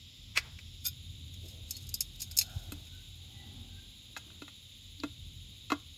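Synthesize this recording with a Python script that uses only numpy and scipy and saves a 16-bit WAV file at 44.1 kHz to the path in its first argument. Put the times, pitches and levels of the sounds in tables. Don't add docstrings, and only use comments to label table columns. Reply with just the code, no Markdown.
import sys
import numpy as np
from scipy import signal
from scipy.fft import rfft, irfft, next_fast_len
from scipy.io import wavfile
from scipy.ndimage import uniform_filter1d

SR = 44100
rng = np.random.default_rng(int(sys.argv[2]) if len(sys.argv) > 2 else 0)


def transcribe(signal):
    frames = np.atleast_2d(signal).T
    limited = np.clip(frames, -1, 1)
    pcm = np.round(limited * 32767).astype(np.int16)
    wavfile.write(sys.argv[1], SR, pcm)


N = 263277
TIME = np.arange(N) / SR
BLOW_TIME = TIME[:SR // 4]

# (time [s], middle register level [dB], contact hardness [dB], spot resonance [Hz])
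LEG_CLICKS = [(1.339, -52, -8, 5170), (1.7077, -32, 3.5, 7180), (1.766, -43, -5, 4410),
              (1.8676, -53, 2, 4900), (1.89, -42.5, 5, 6700), (1.9406, -29.5, 5.5, 4950),
              (2.0059, -24.5, 5, 5320), (2.2179, -34.5, 7, 6800), (2.3118, -42.5, -8, 5100),
              (2.3679, -34, 9, 5400), (2.373, -29, 8, 5270), (2.387, -17, 0.5, 6800),
              (2.4121, -29, -13, 4160), (2.7202, -48, 36, 4260), (2.8693, -57, -17, 4950),
              (4.172, -45, -12, 6950)]
# (frequency [Hz], undamped-by-hand width [Hz], relative level [dB])
FRAME_MODES = [(2640, 63, -12), (3657, 13, -6), (3800, 28, -25), (4000, 48, -9), (5160, 90, 1.5),
               (5190, 27, -12), (5370, 58, -2), (5600, 50, -24), (6470, 46, -2.5), (6673, 36, -8),
               (6680, 72, 2), (7150, 68, -4.5), (7650, 38, -21), (8220, 120, -4), (9900, 100, -5),
               (10330, 44, -9), (12360, 21, -13), (11960, 120, -1), (13400, 150, 0), (12500, 160, -2),
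               (14600, 98, -7.5)]
# (frequency [Hz], relative density [dB per Hz])
FRAME_CLATTER = [(410, -59), (700, -3), (1090, -33), (1600, -24), (1820, -27), (2590, -10), (2920, -17.5),
                 (4100, -7.5), (4670, -4.5), (5120, -5.5), (5840, -8.5), (6740, -6), (8880, -15.5),
                 (12300, -9.5), (16000, -62)]
CLICK_T60_S = 0.059
CLICK_LOW_DB, CLICK_TREBLE_DB = -19, -3.5
HARDNESS_TO_TREBLE = 0.26
CLICK_RING_DB, CLICK_DAMPING = 8, 0.66


def leg_clicks():
    out = np.zeros(N)
    for s, middle_db, hardness_db, spot_hz in LEG_CLICKS:
        modes = [*FRAME_MODES, (spot_hz, 70, 5)]
        hit = blow(modes, FRAME_CLATTER, CLICK_T60_S, ring_db=CLICK_RING_DB, damping=CLICK_DAMPING,
                   spread_db=6, contact_s=.0005)
        low_db = middle_db + CLICK_LOW_DB - hardness_db
        treble_db = middle_db + CLICK_TREBLE_DB + HARDNESS_TO_TREBLE * hardness_db
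        low = register(hit, 1210, 3040, low_db)
        middle = register(hit, 4340, 7700, middle_db)
        treble = register(hit, 8600, .45 * SR, treble_db)
        add(out, s, low + middle + treble)
    return out


# (time [s], spike height before the low cut [dB])
SNAPS = [(2.374, -9), (2.3903, -14)]


def snaps():
    spikes = np.full(N, 1e-18)
    for s, db in SNAPS:
        add(spikes, s, [from_db(db)])
    return cut_lows(spikes, 4500, order=2)


# (time [s], level before the low cut [dB], rise [s], fall [s])
LEG_SLIDES = [(.846, -39, .002, .005), (.8525, -29, .001, .008), (.865, -29.5, .007, .008),
              (.883, -38, .006, .007)]
# (frequency [Hz], width [Hz], relative level [dB])
LEG_MODES = [(1450, 34, -16), (2445, 36, -12), (3580, 32, -1), (4970, 40, 0), (5316, 60, -7),
             (6310, 60, -8), (6570, 50, -3), (6716, 50, -8), (8250, 120, -8), (10020, 55, -7),
             (12290, 42, 0), (14140, 55, -8)]
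# (time [s], level before the low cut [dB], rise plus fall [s])
FRAME_SCRAPES = [(1.49, -55, .09), (1.70, -58, 0.052), (1.75, -55, 0.076), (1.825, -54.5, .04),
                 (2.159, -57, .015), (2.206, -37, 0.0087), (2.226, -37, 0.016), (2.319, -43, 0.01),
                 (2.421, -31, 0.0085), (2.56, -61, 0.86)]
SCRAPE_RISE_SHARE = 0.51


def leg_slides():
    lone = scrape(LEG_SLIDES, LEG_MODES, FRAME_CLATTER, jerks_per_s=2500, grit_db=-8, rough_db=2)
    bundle_strokes = shaped(FRAME_SCRAPES, SCRAPE_RISE_SHARE)
    bundle = scrape(bundle_strokes, FRAME_MODES, FRAME_CLATTER, jerks_per_s=500, grit_db=2, rough_db=-2.5)
    return cut_lows(lone + bundle, 1300, order=3)


# (time [s], middle register level [dB], drum note against it [dB], spot resonance [Hz])
TOP_KNOCKS = [(2.72, -46, 5.5, 1340), (4.164, -40.5, -14.5, 1620), (4.302, -57.5, -15, 1480),
              (4.419, -46, 3.5, 1388), (4.479, -51, -11, 1910), (5.034, -36, 6, 1375),
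              (5.701, -34, -9, 1340), (5.718, -23, -3, 1130)]
# (frequency [Hz], width before damping [Hz], relative level [dB])
TOP_MODES = [(215, 27, -40.5), (291.6, 25.6, 10.5), (335, 18, -6), (498, 33, -12), (646, 31, -5.5),
             (950, 140, -9), (1250, 57, -18), (1404, 49, 1.5), (1360, 63, -24.5), (1724, 50, -24),
             (2080, 31, -0.5), (2250, 49, -47), (2580, 55, 3), (3290, 15, -11), (3850, 54, -68),
             (4036, 98, -8)]
# (frequency [Hz], relative density [dB per Hz])
TOP_CLATTER = [(88, -33), (150, 0), (303, -5), (662, -9.5), (790, -7), (1120, -3), (1900, -12.5),
               (3290, -21.5), (6020, -30), (7040, -27), (8730, -45), (11900, -36), (16000, -39)]
KNOCK_T60_S, KNOCK_SPOT_DB = 0.061, 5
KNOCK_RING_DB, KNOCK_DAMPING = 9, 0.8
CRACK_DB, CRACK_AT_DB = -40.5, -40
CRACK_GROWTH = .42
CRACK_LOSS = 0.13


def top_knocks():
    out = np.zeros(N)
    for s, middle_db, weight_db, spot_hz in TOP_KNOCKS:
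        modes = [*TOP_MODES, (spot_hz, 90, KNOCK_SPOT_DB)]
        hit = blow(modes, TOP_CLATTER, KNOCK_T60_S, ring_db=KNOCK_RING_DB, damping=KNOCK_DAMPING,
                   spread_db=1.5, contact_s=.001)
        crack_db = CRACK_DB + CRACK_GROWTH * (middle_db - CRACK_AT_DB) - CRACK_LOSS * weight_db
        drum = register(hit, 162, 535, middle_db + weight_db)
        middle = register(hit, 650, 1840, middle_db)
        crack = register(hit, 3410, 13000, min(crack_db, middle_db))
        add(out, s, drum + middle + crack)
    return out


# (time [s], level before the low cut [dB], rise [s], fall [s])
SWISHES = [(.375, -21, .004, .0048), (.362, -35, .004, .008), (.385, -31.5, .006, .009),
           (.588, -49, .002, .009)]
# (frequency [Hz], width [Hz], relative level [dB])
BAG_MODES = [(1435, 80, -11), (1660, 80, -11), (2044, 70, -2), (2290, 70, 1), (2567, 60, -2),
             (2950, 60, -8), (3420, 90, -11), (4400, 110, -11), (4650, 90, -10), (5250, 90, -10)]
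# (frequency [Hz], relative density [dB per Hz])
FABRIC = [(200, -24), (700, -20), (1100, -14), (1600, -8), (2050, 0), (2550, 1), (2900, -10), (5200, -12),
          (6200, -20), (7200, -19), (8700, -28), (11000, -24), (13000, -24), (16000, -34)]
# (time [s], level before the low cut [dB], rise plus fall [s])
BILLOWS = [(.377, -38.5, 0.013), (.45, -56, 0.12)]
BILLOW_HZ, BILLOW_WIDTH_HZ = 1350, 2900
ZIP_DB, ZIP_HZ, ZIP_WIDTH_HZ = -7, 4930, 3200
RUB_RISE_SHARE = 0.49


def bag():
    swish = scrape(SWISHES, BAG_MODES, FABRIC, jerks_per_s=3200, grit_db=7, rough_db=1.4)
    weave = from_db(ZIP_DB) * swells(SWISHES) * buzz(ZIP_HZ, ZIP_WIDTH_HZ)
    billow = swells(shaped(BILLOWS, RUB_RISE_SHARE)) * buzz(BILLOW_HZ, BILLOW_WIDTH_HZ)
    return cut_lows(swish + weave + billow, 250, order=2)


# (time [s], level [dB], rise plus fall [s])
RUBS = [(1.85, -67, 1), (2.72, -60, 0.24), (3.3, -74, 0.059), (3.5, -62.5, 0.61), (4.3, -62.5, 0.37),
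        (5.55, -72, 0.19)]
# (frequency [Hz], relative density [dB per Hz])
RUB = [(180, -1.5), (260, -4.5), (340, -4), (450, -13.5), (800, -19.5), (1050, -19), (1450, -19),
       (2200, -25)]
RUB_REST_DB = -77.5


def rubbing():
    force = np.hypot(from_db(RUB_REST_DB), swells(shaped(RUBS, RUB_RISE_SHARE)))
    return force * rms_one(coloured(RUB) * from_db(drift(33)))


# (time [s], level [dB], rise plus fall [s], resonance [Hz], width [Hz])
SCUFFS = [(1.449, -55, 0.042, 357, 203), (1.54, -67.5, 0.33, 527, 225), (1.753, -50, 0.048, 4320, 120),
          (2.536, -61, 0.32, 700, 200), (2.497, -62, 0.23, 1483, 160), (2.956, -69, 0.13, 1500, 71.3),
          (3.403, -62.5, .11, 1985, 40), (3.46, -68.5, 0.41, 786, 90), (3.54, -56, 0.21, 241, 30),
          (3.77, -67, .13, 1580, 40), (5.002, -38.5, 0.0042, 4100, 704)]
SCUFF_RISE_SHARE = 0.41


def scuffs():
    out = np.zeros(N)
    for *stroke, hz, width in SCUFFS:
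        out += swells(shaped([stroke], SCUFF_RISE_SHARE)) * buzz(hz, width)
    return out


# (time [s], peak level [dB], pitch [Hz], envelope time constant [s])
BUMPS = [(2.566, -27, 94, 0.0042), (5.007, -50, 287, 0.01)]


def bumps():
    out = np.zeros(N)
    for s, db, hz, length in BUMPS:
        since = TIME - s
        envelope = 1 / np.cosh((since / length).clip(-20, 20))
        out += from_db(db) * np.cos(2 * np.pi * hz * since) * envelope
    return out


# (centre [Hz], width [Hz], level before throb and warm-up [dB])
CICADA_BANDS = [(3760, 290, -60), (6740, 670, -70), (10610, 580, -72), (14200, 610, -77.5)]
# (frequency [Hz], relative density [dB per Hz])
CHORUS = [(1500, -50), (2000, -18.5), (2600, -11.5), (3200, -3.5), (3700, -1.5), (4200, -11.5), (5000, -15),
          (6000, -23), (7300, -12.5), (8100, -35), (12000, -23.5), (16000, -41)]
CHORUS_DB = -56.5
THROB_HZ, THROB_DB = 13.7, 4.5
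CICADA_START_DB, CICADA_WARM_UP_S = -7.5, 0.92
HIGH_INSECT_DB, HIGH_INSECT_STOP_S, HIGH_INSECT_FADE_DB_PER_S = -68, 0.87, 95


def cicadas():
    throb_hz = THROB_HZ + .25 * drift(2)
    throb_db = THROB_DB * np.sin(2 * np.pi * np.cumsum(throb_hz) / SR)
    top_hz = CICADA_BANDS[-1][0]
    near = sum(buzz(hz, width) * from_db(db + throb_db * (hz / top_hz) ** 2) for hz, width, db in CICADA_BANDS)
    effort_db = CICADA_START_DB * np.maximum(0, 1 - TIME / CICADA_WARM_UP_S)
    high_db = HIGH_INSECT_DB - HIGH_INSECT_FADE_DB_PER_S * np.maximum(0, TIME - HIGH_INSECT_STOP_S)
    chorus = from_db(CHORUS_DB) * coloured(CHORUS)
    return chorus + from_db(effort_db) * near + from_db(high_db) * buzz(5200, 700)


# (time [s], level before flutter [dB])
AIR_LEVEL = [(0, -56), (.5, -49), (1.1, -46.5), (2.2, -49.5), (3.5, -49.5), (4.7, -59), (5.35, -48),
             (5.97, -58)]
# (frequency [Hz], relative density [dB per Hz])
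AIR = [(30, -26), (42, 6.5), (58, -8.5), (72, -2.5), (86, 5.5), (103, -1.5), (128, -5), (175, -16),
       (245, -17.5), (330, -28.5), (500, -40.5)]
# (frequency [Hz], relative density [dB per Hz])
FOREST = [(88, -43), (150, -24), (214, -5.5), (411, -26), (484, -16.5), (662, -27), (2000, -27.5),
          (2600, -49), (4400, -120)]
AIR_FLUTTER_DB, AIR_FLUTTER_PER_S = 1, 3.1


def air():
    flutter = from_db(AIR_FLUTTER_DB * drift(AIR_FLUTTER_PER_S))
    rumble = level(AIR_LEVEL) * rms_one(coloured(AIR) * flutter)
    return rumble + from_db(-72.5) * coloured(FOREST)


ECHO_DB, ECHO_T60_S, ECHO_DULL_HZ = -26, .24, 4500


def trees(x):
    tail = noise(lambda hz: 1 / np.hypot(1, hz / ECHO_DULL_HZ), size=SR)
    tail *= from_db(-60 * TIME[:SR] / ECHO_T60_S)
    tail *= TIME[:SR] > .006
    return from_db(ECHO_DB) * signal.fftconvolve(x, tail / np.linalg.norm(tail))[:N]


def blow(modes, clatter, t60, ring_db, damping, spread_db, contact_s):
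    hz, width, db = np.transpose(modes)[:, :, None]
    strength = from_db(db + spread_db * rng.uniform(-1, 1, size=hz.shape)) * np.sqrt(width)
    strength = strength * rng.choice([-1, 1], hz.shape)
    rings = strength * np.sin(2 * np.pi * hz * BLOW_TIME) * np.exp(-np.pi * width * damping * BLOW_TIME)
    ringing = rings.sum(axis=0) / np.sqrt(np.sum(strength ** 2))
    dense = coloured(clatter, size=len(BLOW_TIME)) * from_db(-60 * BLOW_TIME / t60)
    pressure = np.minimum(1, BLOW_TIME / contact_s) ** 2
    return pressure * (dense + from_db(ring_db) * ringing)


def register(x, low_hz, high_hz, db):
    part = signal.sosfilt(signal.butter(3, [low_hz, high_hz], "band", fs=SR, output="sos"), x)
    return from_db(db) * part / np.sqrt(uniform_filter1d(part ** 2, size=132).max())


def scrape(strokes, modes, grit_spectrum, jerks_per_s, grit_db, rough_db):
    force = swells(strokes)
    slips = rng.standard_normal(N) * (rng.random(N) < jerks_per_s / SR)
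    jerks = force * rms_one(slips) + 1e-18
    rings = np.zeros(N)
    for hz, width, db in modes:
        resonance = signal.lfilter(*signal.iirpeak(hz, hz / width, fs=SR), jerks)
        rings += from_db(db) / np.sqrt(np.pi * width / SR) * resonance
    rings = rings / np.linalg.norm(from_db(np.array(modes)[:, 2]))
    grit = force * rms_one(coloured(grit_spectrum) * from_db(rough_db * drift(320)))
    return (rings + from_db(grit_db) * grit) / np.hypot(1, from_db(grit_db))


def shaped(rows, rise_share):
    return [(s, db, rise_share * length, (1 - rise_share) * length) for s, db, length in rows]


def swells(rows):
    power = np.zeros(N)
    for s, db, rise, fall in rows:
        distance = np.maximum((s - TIME) / rise, (TIME - s) / fall).clip(0, 20)
        power += from_db(2 * db) * np.exp(-2 * distance)
    return np.sqrt(power)


def buzz(centre_hz, width_hz):
    return noise(lambda hz: 1 / (1 + ((hz - centre_hz) / width_hz * 2) ** 2 / 2))


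def drift(rate):
    return noise(lambda hz: 1 / (1 + (hz / rate) ** 2))


def coloured(spectrum, size=N):
    points_hz, points_db = np.transpose(spectrum)

    def gain_at(hz):
        skirts = np.minimum(1, np.minimum(hz / points_hz[0], points_hz[-1] / hz)) ** 2
        return from_db(np.interp(np.log(hz), np.log(points_hz), points_db)) * skirts

    return noise(gain_at, size)


def noise(gain_at, size=N):
    padded = next_fast_len(size)
    hz = np.maximum(np.fft.rfftfreq(padded, 1 / SR), 1)
    return rms_one(irfft(rfft(rng.standard_normal(padded)) * gain_at(hz), padded)[:size])


def cut_lows(x, hz, order):
    return signal.sosfilt(signal.butter(order, hz, "high", fs=SR, output="sos"), x)


def from_db(db):
    return 10 ** (np.asarray(db) / 20)


def rms_one(x):
    return x / np.sqrt(np.mean(x ** 2) + 1e-20)


def level(rows):
    return from_db(np.interp(TIME, *np.transpose(rows)))


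def add(out, s, sound):
    start = round(s * SR)
    out[start:start + len(sound)] += sound[:N - start]


def scene():
    handling = bag() + rubbing() + scuffs() + bumps()
    table = leg_clicks() + snaps() + leg_slides() + top_knocks() + handling
    return (table + trees(table) + cicadas() + air())[None]


LOW_CUT_HZ, CUTOFF_HZ = 41, 16000


def record(dry):
    heard = cut_lows(dry, LOW_CUT_HZ, order=6)
    return signal.sosfilt(signal.ellip(10, .2, 80, CUTOFF_HZ, fs=SR, output="sos"), heard)


dry = scene()
out = record(dry)
transcribe(out)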